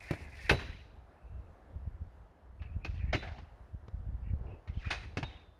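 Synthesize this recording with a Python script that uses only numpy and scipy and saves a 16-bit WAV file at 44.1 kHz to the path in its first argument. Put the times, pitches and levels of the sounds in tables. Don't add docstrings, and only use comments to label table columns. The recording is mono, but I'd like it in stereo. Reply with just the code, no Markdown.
import sys
import numpy as np
from scipy import signal
from scipy.io import wavfile
from scipy.ndimage import uniform_filter1d

SR = 44100
rng = np.random.default_rng(int(sys.argv[2]) if len(sys.argv) > 2 else 0)


def transcribe(u):
    v = np.clip(np.atleast_2d(u).T, -1, 1)
    q = np.round(v * 32767).astype(np.int16)
    wavfile.write(sys.argv[1], SR, q)


N = 246519


def gain_of(db):
    return 10 ** (np.asarray(db) / 20)


def evened(x):
    return x / np.sqrt(np.mean(x ** 2) + 1e-20)


def read(points, hz):
    f, value = np.transpose(points)
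    return np.interp(np.log(hz + 1), np.log(f + 1), value)


def add(mix, s, sound):
    part = mix[..., round(s * SR):][..., :sound.shape[-1]]
    part += sound[..., :part.shape[-1]]


def sides(pan_db):
    return gain_of(np.array([pan_db / 2, -pan_db / 2]))


def coloured(x, points):
    hz = abs(np.fft.fftfreq(8192, 1 / SR))
    log_gain = np.log(gain_of(np.maximum(read(points, hz), -100)))
    taps = np.fft.ifft(np.exp(np.conj(signal.hilbert(log_gain)))).real[:4096]
    return signal.oaconvolve(x, taps / np.linalg.norm(taps))[:len(x)]


def resonate(x, hz, width):
    turn = np.exp(2j * np.pi * np.cumsum(hz * np.ones(len(x))) / SR)
    keep = np.exp(-np.pi * width / SR)
    smooth = signal.lfilter([1 - keep], [1, -keep], x / turn)
    return 2 * (turn * smooth).real


def grit(count, spread_db):
    sizes = gain_of(spread_db * np.minimum(rng.exponential(1, count), 5))
    return evened(rng.standard_normal(count) * sizes)


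# (pitch [Hz], width [Hz], relative level [dB])
DECK_MODES = [(730, 58, -1.5), (1110, 21, -7.5), (1514, 67, 1), (1800, 60, 9.5), (2160, 150, 2.5),
              (2608, 90, 10), (2890, 39, -2.5), (3340, 92, -8), (4320, 90, -10), (5000, 45, -11.5)]


def deck(x, bend=1):
    ring = 0
    for k, (hz, width, db) in enumerate(DECK_MODES):
        ring = ring + (-1) ** k * gain_of(db) * resonate(x, hz * bend, width)
    return evened(ring)


# (time [s], clack level [dB],
# clank pitch [Hz], clank share [ratio], rise [ms], time to fall 60 dB [s],
# thud peak level [dB], thud pitch [Hz])
KNOCK_ROWS = [(.109, -39, 2340, 0.63, 1.85, 0.058, -23, 153),
              (0.133, -41.5, 1840, 0.8, 1.9, 0.098, -37.5, 590),
              (.495, -12, 2120, 0.062, 3.25, 0.082, -39, 795),
              (.5114, -34.5, 2910, 0.55, 2.9, 0.14, -19, 403), (0.612, -47, 1760, .3, 7, 0.1, -44, 323),
              (2.6196, -55.5, 1750, 1.35, 2.1, 0.18, -50.5, 910),
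              (2.847, -32.5, 2545, 1.7, 3.8, 0.079, -38, 300),
              (3.128, -21.5, 2150, 0.66, 6.8, 0.099, -31, 704),
              (3.1468, -36.5, 2880, 0.4, 2.9, 0.15, -26.5, 310),
              (3.223, -43, 1594, 1.3, 6.4, 0.17, -43.5, 623),
              (3.272, -46.5, 2120, 0.8, 5.3, 0.1, -55.5, 700),
              (3.381, -53, 1930, 0.47, 4.4, 0.11, -43, 808),
              (3.8826, -54, 1900, 0.41, 2.3, 0.022, -42, 366),
              (4.676, -55, 2000, 0.49, 1.5, 0.19, -52.5, 940),
              (4.9029, -27.5, 2520, 0.93, 6.7, 0.23, -43, 940),
              (5.032, -53.5, 1900, 1.5, 3.9, 0.14, -48, 1005),
              (5.1725, -35.5, 2616, 1.1, 1.04, 0.13, -29.5, 255),
              (5.23, -34.5, 1704, 0.76, 1.14, 0.072, -29, 780)]
# (pitch [Hz], relative level [dB per Hz])
CLACK_COLOUR = [(180, -42), (300, -9), (1250, -10.5), (2170, -12), (3080, -10.5), (4220, -16), (6610, -22),
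                (7810, -33.5), (8630, -26), (16000, -42.5)]
NEUTRAL_HZ, TILT_DB, TILT_TOP_DB = 2140, 16.5, 8
THIN_HZ, THIN_SHARE = 800, .6


def knocks():
    t, out = np.arange(SR // 3) / SR, np.zeros(N)
    for s, db, clank_hz, clank_share, rise_ms, t60, thud_db, thud_hz in KNOCK_ROWS:
        rise = 1 - np.exp(-(1000 * t / rise_ms) ** 2)
        shape = rise * gain_of(-60 * (t / t60) ** 0.79)

        tilt_db = min(TILT_DB * np.log2(clank_hz / NEUTRAL_HZ), TILT_TOP_DB)
        colour = []
        for hz, level in CLACK_COLOUR:
            treble_octaves = max(np.log2(hz / 3000), 0)
            body_octaves = max(np.log2(THIN_HZ / hz), 0)
            colour.append((hz, level + tilt_db * (treble_octaves - THIN_SHARE * body_octaves)))

        grains = grit(len(t), 2.4)
        crack = coloured(grains, colour)
        clank = evened(resonate(resonate(grains, clank_hz, 330), clank_hz, 330))
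        clack = evened(crack) + deck(crack) + clank_share * clank

        push = resonate(rng.standard_normal(len(t)) * shape ** 1.03, thud_hz, 0.38 * thud_hz)
        push = push / abs(push).max()
        boom = resonate(resonate(np.gradient(abs(push)), 90, 78), 90, 78)
        thud = push + 0.96 * boom / abs(boom).max()
        add(out, s - .002, gain_of(db) * clack * shape + gain_of(thud_db) * thud)
    return out


# (pitch [Hz], time to fall 60 dB when left free [s])
TUBE_MODES = [(3567, 1.5), (3946, 0.7), (3720, 0.58)]
# (time [s], damping by the grip [dB/s], level of each tube [dB] x 3)
TUBE_RINGS = [(.5, 6.4, -74.5, -43, -66), (3.16, 77, -52, -49.5, -66), (4.93, 39, -68, -55.5, -66),
              (5.233, 12, -65, -60.5, -51)]


def tubes():
    t, out = np.arange(SR) / SR, np.zeros(N)
    onset = 1 - np.exp(-t / 0.0049)
    for s, grip, *levels in TUBE_RINGS:
        for (hz, t60), db in zip(TUBE_MODES, levels):
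            waver = evened(resonate(rng.standard_normal(len(t)), hz, 30))
            ring = np.sin(2 * np.pi * hz * t) + .35 * waver
            add(out, s, gain_of(db - (60 / t60 + grip) * t) * ring * onset)
    return out


def rub(strokes, band):
    out = np.zeros(N)
    for stroke in strokes:
        start, end, start_db, end_db, hz, width, share, detune, grain_db, drift, fade = stroke + band
        count = round((end - start) * SR)
        uneven = evened(uniform_filter1d(rng.standard_normal(count + 3000), 300))[:count]
        wander = evened(uniform_filter1d(rng.standard_normal(count + 3000), 2500))[:count]
        grains = grit(count, grain_db)
        moving_hz = hz * (1 + drift * wander[::-1])
        body = grains + share * deck(grains, 1 + detune * wander)
        heard = evened(resonate(resonate(body, moving_hz, width), moving_hz, 0.81 * width))
        level = gain_of(np.linspace(start_db, end_db, count) + 1.9 * uneven)
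        u = np.arange(count)
        fade_in = np.minimum(u / 300, 1)
        fade_out = np.minimum((count - u) / (fade * count), 1)
        add(out, start, heard * level * fade_in * fade_out)
    return out


# (start time [s], end time [s], start level [dB], end level [dB])
WHIRR_STROKES = [(0, .12, -57, -45), (.107, .32, -49.5, -61), (.313, .41, -56, -55.5),
                 (.38, .5, -59.5, -43), (2.99, 3.14, -64, -60.5), (4.225, 4.33, -69.5, -68.5)]
# (pitch [Hz], width [Hz], share through the deck [ratio], detuning of the deck [ratio],
# grain [dB], drift of the band [ratio], share of the length spent fading [ratio])
WHIRR_BAND = (2094, 1010, 1.099, 0.05, 4.5, 0.04, .15)


def whirrs():
    return rub(WHIRR_STROKES, WHIRR_BAND)


# (start time [s], end time [s], start level [dB], end level [dB])
RATTLE_STROKES = [(.59, .899, -57.5, -54), (2.87, 3.12, -60.5, -62), (3.203, 3.47, -58, -53.5),
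                  (4.725, 4.913, -71, -30), (4.948, 5.14, -75, -66), (5.25, 5.47, -60.5, -58)]
RATTLE_BAND = (2498, 5498, -0.9, 0.25, 2.8, -0.5, 0.88)


def rattles():
    return rub(RATTLE_STROKES, RATTLE_BAND)


# (start time [s], end time [s], start level [dB], end level [dB])
SWISH_STROKES = [(0, .33, -59.5, -62.5), (.29, .52, -64.5, -50)]
SWISH_BAND = (5296.5, 6998.5, 0, 0, 0.5, -0.2, 0.3)


def swishes():
    return rub(SWISH_STROKES, SWISH_BAND)


# (start time [s], end time [s], start level [dB], end level [dB], pitch [Hz], width [Hz])
SCUFF_STROKES = [(0, .53, -65, -61, 695, 545), (3.234, 3.411, -57, -49, 730, 169),
                 (4.3, 4.609, -69.5, -41, 350, 534), (4.42, 4.6, -69, -64, 778, 396),
                 (5.248, 5.43, -66, -55, 730, 540)]
SCUFF_BAND = (0.014, 0, 1.5, 0, 0.68)


def scuffs():
    return rub(SCUFF_STROKES, SCUFF_BAND)


# (start time [s], end time [s], start level [dB], end level [dB])
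SCRAPE_STROKES = [(1.12, 1.55, -85, -70), (2.592, 2.8, -69.5, -66.5), (2.79, 2.87, -81, -51),
                  (4.461, 4.59, -73, -61), (4.79, 4.93, -65.5, -50)]
SCRAPE_BAND = (2514, 610, 1.4, 0.036, 1.8, .015, 0.67)


def scrapes():
    return rub(SCRAPE_STROKES, SCRAPE_BAND)


# (pitch [Hz], time to fall 60 dB [s])
WALL_DECAY = [(100, 0.9), (500, 0.56), (4000, 0.82), (8000, 0.67), (14000, 0.77)]
ECHO_S, ECHO_DB, ECHO_SPREAD_S, EARLY_DB = .094, 9, 0.013, -1.5


def walls(x):
    taps = np.zeros((2, SR))
    at = np.arange(100, SR - 20, 20) + rng.integers(0, 20, (2, (SR - 101) // 20))
    np.put_along_axis(taps, at, rng.choice([-1., 1.], at.shape), 1)
    taps[1] = 0.1 * taps[0] + 1.08 * taps[1]

    hz, t, z = signal.stft(taps, SR, nperseg=256)
    dying = gain_of(-60 * t / read(WALL_DECAY, hz)[:, None])
    tail = signal.istft(z * dying, SR, nperseg=256)[1]
    late = np.arange(tail.shape[1]) / SR - ECHO_S
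    slap_db = ECHO_DB * np.exp(-np.maximum(late, 0) / ECHO_SPREAD_S)
    tail = tail * gain_of(np.where(late < 0, EARLY_DB, slap_db))

    echoes = signal.fftconvolve(x[None], tail / np.linalg.norm(tail[0]), axes=1)[:, :N]
    z = signal.stft(echoes, nperseg=256)[2]
    z = z * np.exp(2j * np.pi * rng.random(z.shape[1:]))
    return signal.istft(z, nperseg=256)[1][:, :N]


# (pitch [Hz], left-right difference [dB])
PORT_COLOUR = [(100, 1), (400, 5.5), (1200, 4), (2400, 6.5), (5000, 12), (8500, -0.5), (13000, -3.5)]
# (time [s], delay [microseconds])
LEFT_LAG = [(0, 90), (5.59, 22)]


def ports(x):
    hz, t, z = signal.stft(x, SR, nperseg=512)
    hz = hz[:, None]
    air = gain_of(-(8.5 + 2.2 * t) * (hz / 12000) ** 2)
    z = z * sides(read(PORT_COLOUR, hz)) * air
    lag = np.interp(t, *np.transpose(LEFT_LAG)) * 1e-6
    z[0] *= np.exp(-2j * np.pi * hz * lag)
    a, b = rng.standard_normal((2, len(hz), len(t)))
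    z[1] *= 1 + .3 * (a + 1j * b) * np.minimum(hz / 3000, 1)
    z *= 1 - 0.42 * np.exp(-((hz - 7900) / 500) ** 2)
    return signal.istft(z, SR, nperseg=512)[1][:, :N]


# (time [s], level [dB])
WIND_LEVEL = [(0, -53.5), (0.561, -42), (1.203, -61), (1.301, -43), (1.68, -56), (1.749, -43),
              (2.103, -46.5), (2.42, -63), (2.499, -46.5), (3.099, -34.5), (3.55, -49), (3.91, -51.5),
              (3.959, -37), (4.55, -39.5), (4.66, -63.5), (4.721, -45), (5.252, -42), (5.45, -57.5)]
# (pitch [Hz], relative level [dB per Hz])
BUFFET_COLOUR = [(12, -42), (20, -20.5), (51, -4.5), (76, -3.5), (133, -18.5), (362, -37.5), (520, -83.5)]
# (time [s], level at the louder port [dB], left-right difference [dB])
PUFF_ROWS = [(0.7, -28, -28), (1.399, -32.5, -19), (1.762, -31, -13.5), (1.876, -22.5, -25.5),
             (2.019, -27.5, -8.5), (2.617, -29.5, -36.5), (2.766, -20.5, -32.5), (2.898, -23.5, -29),
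             (2.944, -26, -42), (3.043, -19, 24), (3.086, -24.5, 19), (3.748, -24.5, 10.5),
             (3.946, -24.5, -16.5), (4.09, -21, 9), (4.275, -25.5, 29), (4.337, -15.5, -30.5),
             (4.413, -24.5, -28), (4.537, -26.5, 9), (4.7, -23.5, 40.5), (4.775, -21.5, 30),
             (4.872, -20, -35)]
PUFF_HZ, PUFF_DB, HZ_PER_DB, PUFF_SPREAD = 78.4, -19.5, 1, 0.072


def wind():
    present = rng.random((2, N)) < 150 / SR
    sizes = gain_of(np.minimum(rng.exponential(1, (2, N)), 4))
    lumps = rng.standard_normal((2, N)) * present * sizes
    out = np.array([evened(coloured(uniform_filter1d(port, 90), BUFFET_COLOUR)) for port in lumps])
    out = out * gain_of(np.interp(np.arange(N) / SR, *np.transpose(WIND_LEVEL)))

    t = np.arange(-SR // 20, SR // 20) / SR
    for s, db, pan_db in PUFF_ROWS:
        hz = PUFF_HZ + HZ_PER_DB * (db - PUFF_DB)
        hz = hz * (1 + PUFF_SPREAD * rng.uniform(-1, 1))
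        turn = rng.random((2, 1))
        swing = np.exp(-abs(t * hz / np.where(t < 0, .55, .85)) ** 0.94)
        puff = swing * np.sin(2 * np.pi * (hz * t * (1 - 11.2 * t) + turn))
        puff = puff + 0.31 * swing ** 3 * np.sin(2 * np.pi * (1.84 * hz * t + turn))
        add(out, s + t[0], gain_of(db - abs(pan_db) / 2) * sides(pan_db)[:, None] * puff)
    return out


# (pitch [Hz], relative level [dB per Hz])
TOWN_COLOUR = [(88, -25), (150, -7), (241, -8), (711, -8), (1120, -14), (1700, -17.5), (2310, -27),
               (8070, -45), (12300, -44.5), (14000, -79.5)]
TOWN_DB, SAME = -61.5, 0.053


def town():
    frames, hz = N // 256 + 5, np.fft.rfftfreq(1024, 1 / SR)
    a, b, c, d, patches = rng.standard_normal((5, len(hz), frames))
    patches = evened(uniform_filter1d(uniform_filter1d(patches, 12, 0), 14, 1))
    t = np.arange(frames) * 256 / SR
    swell = np.zeros(frames)
    for f in np.geomspace(.3, 8, 20):
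        swell += np.sin(2 * np.pi * (f * t + rng.random())) / np.sqrt(f)
    left = a + 1j * b
    right = SAME * left + np.sqrt(1 - SAME ** 2) * (c + 1j * d)
    level_db = read(TOWN_COLOUR, hz)[:, None] + 1.3 * patches + 0.89 * evened(swell)
    z = np.array([left, right]) * gain_of(level_db)
    return gain_of(TOWN_DB) * evened(signal.istft(z, nperseg=1024, noverlap=768)[1][:, :N])


def scene():
    scooter = knocks() + whirrs() + rattles() + swishes() + scuffs() + scrapes()
    echoes = gain_of(-11.5) * walls(scooter)
    return ports(scooter + tubes() + echoes) + wind() + town()


def record(dry):
    low_pass = signal.firwin(511, 16050, window=("kaiser", 9), fs=SR)
    return signal.oaconvolve(dry, low_pass[None], "same")


dry = scene()
out = record(dry)
transcribe(out)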